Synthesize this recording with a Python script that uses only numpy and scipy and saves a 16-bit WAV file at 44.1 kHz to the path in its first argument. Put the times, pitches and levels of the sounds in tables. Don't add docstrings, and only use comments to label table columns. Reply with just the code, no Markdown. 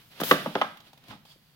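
import sys
import numpy as np
from scipy import signal
from scipy.fft import rfft, irfft
from scipy.io import wavfile

SR = 44100
rng = np.random.default_rng(int(sys.argv[2]) if len(sys.argv) > 2 else 0)


def persist_wave(psi):
    counts = np.round(np.clip(psi, -1, 1) * 32767).astype(np.int16)
    wavfile.write(sys.argv[1], SR, np.atleast_2d(counts).T)


N = 68355


def amp(db):
    return 10 ** (np.asarray(db) / 20)


def unit(x):
    return x / np.sqrt(np.mean(x ** 2) + 1e-20)


def read(points, hz):
    f, value = np.transpose(points)
    return np.interp(np.log(hz + 1), np.log(f + 1), value)


def decay(t, t60_s):
    return np.exp(-np.log(1000) * t / t60_s)


def add(mix, s, sound):
    part = mix[:, max(round(s * SR), 0):][:, :sound.shape[1]]
    part += sound[:, :part.shape[1]]


def coloured(white, colour):
    # (frequency [Hz], correlation [0 to 1])
    likeness = [(30, 0.6), (200, 0.97), (600, 0.87), (1500, 0.39), (3500, 0.1), (16000, 0.15)]
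    size = white.shape[1]
    hz = np.fft.rfftfreq(size, 1 / SR)
    a, b = rfft(white)
    same = np.clip(read(likeness, hz), 0, 1)
    mid = a * np.sqrt((1 + same) / 2)
    side = b * np.sqrt((1 - same) / 2)
    return irfft(np.array([mid + side, mid - side]) * amp(read(colour, hz)), size)


def dying(x, t60, count=14):
    size = x.shape[1]
    t = np.arange(size) / SR
    hz = np.fft.rfftfreq(size, 1 / SR)
    spectrum = rfft(x)
    centres = np.geomspace(60, 16000, count)
    out = 0
    for f, band in zip(centres, np.eye(count)):
        part = irfft(spectrum * read(np.c_[centres, band], hz), size)
        out = out + part * decay(t, max(read(t60, f), 1e-3))
    return out


def ringing(t, hz, t60_s, rise_s):
    spread_s = .00006
    age = np.maximum(t - np.array([[0], [spread_s]]), 0)
    return (1 - np.exp(-age / rise_s)) * decay(age, t60_s) * np.sin(2 * np.pi * hz * age)


def board_ring(t, weight, hollow_db, length, contact_s, travel_s):
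    # (frequency [Hz], level [dB], t60 before the ring length factor [s])
    modes = [(159.2, -29.5, .2), (203, -15.5, 0.064), (294.7, -15, 0.085), (374.2, -13.5, 0.041),
             (495, -7.5, .03), (587, -21, .085), (688, -18.5, .044), (838.3, -20.5, 0.075),
             (976, -18, 0.018), (1259.5, -18.5, 0.063), (1565, -4.5, 0.012), (1926, -16, 0.031),
             (2996, -17.5, 0.018), (3470, -24, .022)]
    bend_slope, rise_slope = 1.05, 0.38
    hollow_hz, pocket_db, hollow_t60_s, hollow_rise_s = 1151, -1.5, 0.022, 0.0036
    pocket = ringing(t - travel_s, hollow_hz, hollow_t60_s * length, hollow_rise_s)
    out = amp(pocket_db + hollow_db) * pocket
    for k, (hz, db, t60_s) in enumerate(modes):
        slow = 1000 / hz
        arrival_s = travel_s * slow ** bend_slope
        mode = ringing(t - arrival_s, hz, t60_s * length, contact_s * slow ** rise_slope)
        out += (-1) ** k * amp(db + read(weight, hz)) * mode
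    return out


def cover_slap(t, weight, clatter_db):
    # (frequency [Hz], relative spectral level [dB])
    clatter_colour = [(30, -44), (100, -26), (250, 0.5), (600, 5.5), (1600, -2), (3200, -5.5),
                      (5500, -17.5), (9000, -29), (16000, -23)]
    # (frequency [Hz], t60 [s])
    clatter_t60 = [(60, 0.39), (300, 0.011), (1200, 0.051), (4000, .03), (14000, 0.015)]
    base_db, rise_s = -13.5, 0.0018
    size = len(t)
    burst = rfft(unit(coloured(rng.standard_normal((2, size)), clatter_colour)))
    burst = irfft(burst * amp(read(weight, np.fft.rfftfreq(size, 1 / SR))), size)
    return amp(base_db + clatter_db) * dying(burst, clatter_t60) * np.minimum(t / rise_s, 1)


def knock(thump_db, body_db, knock_db, edge_db, hollow_db, clatter_db, length, contact_s, travel_s, size=12000):
    bands_hz = [253, 496, 860, 1650]
    bass_cut_hz = 78
    t = np.arange(size) / SR
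    weight = np.c_[bands_hz, [thump_db, body_db, knock_db, edge_db]]
    ring = board_ring(t, weight, hollow_db, length, contact_s, travel_s)
    slap = cover_slap(t, weight, clatter_db)
    return signal.sosfilt(signal.butter(2, bass_cut_hz, "high", fs=SR, output="sos"), [ring, slap])


def book_knocks():
    # (time [s], thump [dB], body [dB], knock [dB], edge [dB], hollow [dB], clatter [dB],
    # ring length [factor], rise of a 1 kHz mode through contact [s], travel of a 1 kHz bending wave [s])
    blows = [(0.2004, -15.5, -19.5, -20, -18, -34, 4.5, 0.59, 0.0014, 0.00072),
             (0.2133, -3.5, -14, -10, -10.5, -32, -1.5, 0.58, 0.0024, .0007),
             (0.2337, -7, -2.5, -29, -12, -25, -2.5, 0.19, 0.00042, 0.00017),
             (.311, -1.5, -1.5, -6, 1, 0.5, 5, 1.43, 0.00066, .0016),
             (.4591, -5, -6.5, -6, -16.5, -10.5, -1.5, 0.51, 0.0027, .0019),
             (.466, -7.5, -30.5, -17, -24.5, -29, -2.5, 1.07, 0.0015, 0.001474),
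             (.5528, -2, -3, -2, -5.5, -37, -2, 0.36, 0.002, .0011),
             (0.5594, -13.5, -12.5, -25, -20, -39, -9, 1.1, 0.00047, .0015),
             (0.6129, -20.5, -14, 2.5, -2.5, -6, -3, 0.58, 0.00061, 0.00215),
             (0.6186, -17, -27, -11.5, -2.5, 8.5, -5, 0.29, 0.00056, 0.001787),
             (1.108, -26, -43.5, -22.5, -29.5, -34, 1.5, 0.52, 0.0017, 0.000935),
             (1.126, -26.5, -49, -25, -34, -37, -8, 1.02, 0.0019, .0019),
             (1.357, -38.5, -45, -84, -68, -72, 2, 0.54, 0.0013, 0.0011)]
    rings, slaps = np.zeros((2, 2, N))
    for s, *blow in blows:
        ring, slap = knock(*blow)
        add(rings, s, ring)
        add(slaps, s, slap)
    return rings, slaps


def snap(db, colour, t60_s, rise_s, size=4096):
    t = np.arange(size) / SR
    shape = np.minimum(t / rise_s, 1) * decay(t, t60_s)
    return amp(db) * shape * unit(coloured(rng.standard_normal((2, size)), colour))


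def edge_cracks():
    # (time [s], level [dB], treble [dB])
    contacts = [(.2019, -32, -1.5), (.2148, -36, -0.5), (.2344, -21.5, -1), (.3127, -13.5, 0.5),
                (.5537, -23.5, -20), (.615, -26.5, -6)]
    # (frequency [Hz], relative spectral level [dB])
    crack_colour = [(200, -22.5), (900, 1.5), (1900, -2.5), (3500, 3.5), (5500, -8.5), (9000, -11.5),
                    (16000, -17)]
    # start, end [Hz]
    treble_hz = [4560, 9000]
    out = np.zeros((2, N))
    hz, level = np.transpose(crack_colour)
    for s, db, treble_db in contacts:
        colour = np.c_[hz, level + np.interp(hz, treble_hz, [0, treble_db])]
        add(out, s, snap(db, colour, t60_s=0.017, rise_s=0.00054))
    return out


def friction(level, colour, grain_db, grainy):
    slips_per_s = 7400
    size_db = grain_db * np.minimum(rng.exponential(1, N), 2)
    slips = (rng.random(N) < slips_per_s / SR) * amp(size_db)
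    white = rng.standard_normal((2, N)) * np.sqrt(1 + (grainy * unit(slips)) ** 2)
    s, db = np.transpose(level)
    stroke = np.interp(np.arange(N) / SR, s, db)
    return amp(stroke) * unit(coloured(white, colour))


def cover_slide():
    # (time [s], level [dB])
    stroke = [(.197, -61), (.203, -34.5), (.216, -32), (.226, -58.5), (.232, -50), (.237, -29),
              (.262, -32.5), (.295, -30.5), (.314, -29.5), (.328, -31.5), (.40, -69)]
    # (frequency [Hz], relative spectral level [dB])
    colour = [(40, -16.5), (150, 0), (500, -13.5), (1500, -15), (3200, -3), (5500, -1.5), (8500, -4),
              (13000, 3.5), (16000, -2)]
    return friction(stroke, colour, grain_db=-1.5, grainy=.35)


def hand_rub():
    # (time [s], level [dB])
    stroke = [(0, -57), (.095, -70.5), (.118, -53), (.15, -56), (.19, -48.5), (.3, -35.5), (.52, -49.5),
              (.59, -45.5), (.72, -58), (.82, -69.5), (.875, -54), (.94, -78), (1.03, -67), (1.11, -49.5),
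              (1.22, -88)]
    # (frequency [Hz], relative spectral level [dB])
    colour = [(100, -6.5), (400, -2.5), (1200, -5), (3200, 0.5), (4700, -2.5), (7000, -13.5), (12000, -11),
              (16000, -19)]
    return friction(stroke, colour, grain_db=5.5, grainy=0.13)


def finger_ticks():
    # (time [s], level [dB])
    taps = [(.7712, -45), (0.8031, -45.5), (.931, -46), (.975, -50), (1.038, -51.5), (1.082, -45.5),
            (1.251, -50.5)]
    # (frequency [Hz], relative spectral level [dB])
    colour = [(100, -27), (300, -6), (800, 8), (1800, -6.5), (3500, 3), (8000, -10), (16000, -7.5)]
    out = np.zeros((2, N))
    for s, db in taps:
        add(out, s, snap(db, colour, t60_s=0.046, rise_s=0.0014))
    return out


def book_scuff():
    # (time [s], level [dB])
    stroke = [(1.0, -65.5), (1.05, -61), (1.076, -61.5), (1.105, -44.5), (1.135, -46), (1.175, -59),
              (1.21, -68), (1.3, -75)]
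    # (frequency [Hz], relative spectral level [dB])
    colour = [(50, -9.5), (115, 9), (230, 7.5), (400, -8), (650, -8.5), (950, -8), (1700, -11),
              (3800, -9.5), (7000, -23.5), (16000, -34)]
    return friction(stroke, colour, grain_db=6.5, grainy=1.0)


def finger_skim():
    # (time [s], level [dB])
    stroke = [(1.247, -91.5), (1.252, -59.5), (1.29, -57.5), (1.325, -55.5), (1.345, -62.5), (1.39, -73.5),
              (1.47, -67), (1.55, -70)]
    # (frequency [Hz], relative spectral level [dB])
    colour = [(200, -12), (2400, -7), (3350, 0.5), (4000, -4), (4580, 3.5), (5500, -9), (7500, -9.5),
              (13000, -11)]
    return friction(stroke, colour, grain_db=2, grainy=0.35)


def skin_rasps():
    # (start [s], peak [s], end [s], pitch [Hz], peak level [dB])
    catches = [(1.252, 1.305, 1.345, 4790, -59.5), (1.295, 1.324, 1.324, 3350, -53)]
    ends_db = -17
    width, skirt_db = 0.12, -16
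    t = np.arange(N) / SR
    out = np.zeros((2, N))
    for start, peak, end, hz, db in catches:
        level = [(start, db + ends_db), (peak, db), (end, db + ends_db)]
        colour = [(hz / 2, 2 * skirt_db), (hz * (1 - width), skirt_db), (hz, 0),
                  (hz * (1 + width), skirt_db), (hz * 2, 2 * skirt_db)]
        out += friction(level, colour, grain_db=3, grainy=1.0) * ((t > start) & (t < end))
    return out


def wall_reflections(x):
    # (delay [s], level [dB])
    reflections = [(.0125, -19.5), (0.0256, -19.5)]
    spread_s = .00012
    late = np.array([x[0], np.roll(x[1], round(spread_s * SR))])
    out = np.zeros((2, N))
    for delay_s, db in reflections:
        add(out, delay_s, amp(db) * late)
    return out


def room_tail(x, size=30000):
    # (frequency [Hz], t60 [s])
    room_t60 = [(100, 0.97), (170, 0.91), (400, 0.26), (1000, 0.39), (3000, 0.43), (8000, 0.32),
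                (16000, 0.93)]
    # (frequency [Hz], gain [dB])
    room_gain = [(60, -8.5), (160, -5.5), (300, -8.5), (700, -5.5), (1120, -10), (1400, -5.5), (3000, -7.5),
                 (7000, -3), (11000, -8), (15000, -17)]
    build_s = 0.013
    t = np.arange(size) / SR
    echoes = coloured(rng.choice([-1., 1.], (2, size)), room_gain)
    tail = dying(echoes, room_t60) * np.minimum(t / build_s, 1)
    mean_t60_s = np.mean(room_t60, axis=0)[1]
    energy = np.sum(decay(t, mean_t60_s) ** 2)
    return signal.fftconvolve(x, tail / np.sqrt(energy), axes=1)[:, :N]


def quiet_air():
    # (frequency [Hz], relative spectral level [dB])
    colour = [(25, -4.5), (80, -1.5), (155, 10), (260, -13.5), (600, -16.5), (2000, -14.5), (4500, -20),
              (8000, -28.5), (16000, -26)]
    return amp(-63.5) * unit(coloured(rng.standard_normal((2, N)), colour))


def scene():
    ring_send_db, slap_send_db = -1.5, 1.5
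    rings, slaps = book_knocks()
    hand = edge_cracks() + cover_slide() + hand_rub() + finger_ticks()
    hand += book_scuff() + finger_skim() + skin_rasps()
    tail = amp(ring_send_db) * room_tail(rings) + room_tail(amp(slap_send_db) * slaps + hand)
    return rings + slaps + hand + wall_reflections(rings + slaps) + tail + quiet_air()


def record(dry, size=2048):
    # (frequency [Hz], gain [dB])
    left_colour = [(30, 1), (100, -3), (700, 2.5), (1200, 1), (2000, -0.5), (3300, -5), (5000, -2),
                   (7500, -2), (12000, 0.5), (16000, 3.5)]
    # (frequency [Hz], gain [dB])
    right_colour = [(30, -7.5), (100, -2.5), (700, 2), (1200, 3), (2000, 1.5), (3300, 4.5), (5000, -0.5),
                    (7500, -7), (12000, -22.5), (16000, -21.5)]
    mic_lag_s = .00011
    ceiling, band_limit_hz = .9, 16100
    hz, out = np.fft.fftfreq(size, 1 / SR), []
    for x, colour, lag_s in zip(dry, (left_colour, right_colour), (0, mic_lag_s)):
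        log_gain = np.log(amp(read(colour, abs(hz))))
        response = np.exp(np.conj(signal.hilbert(log_gain)))
        taps = np.r_[np.zeros(round(lag_s * SR)), np.fft.ifft(response).real]
        out.append(signal.fftconvolve(x, taps)[:N])
    out = np.array(out)
    out = out / (1 + (out / ceiling) ** 6) ** (1 / 6)
    cut = signal.firwin(511, band_limit_hz, window=("kaiser", 9), fs=SR)
    return signal.oaconvolve(out, cut[None], "same")


dry = scene()
out = record(dry)
persist_wave(out)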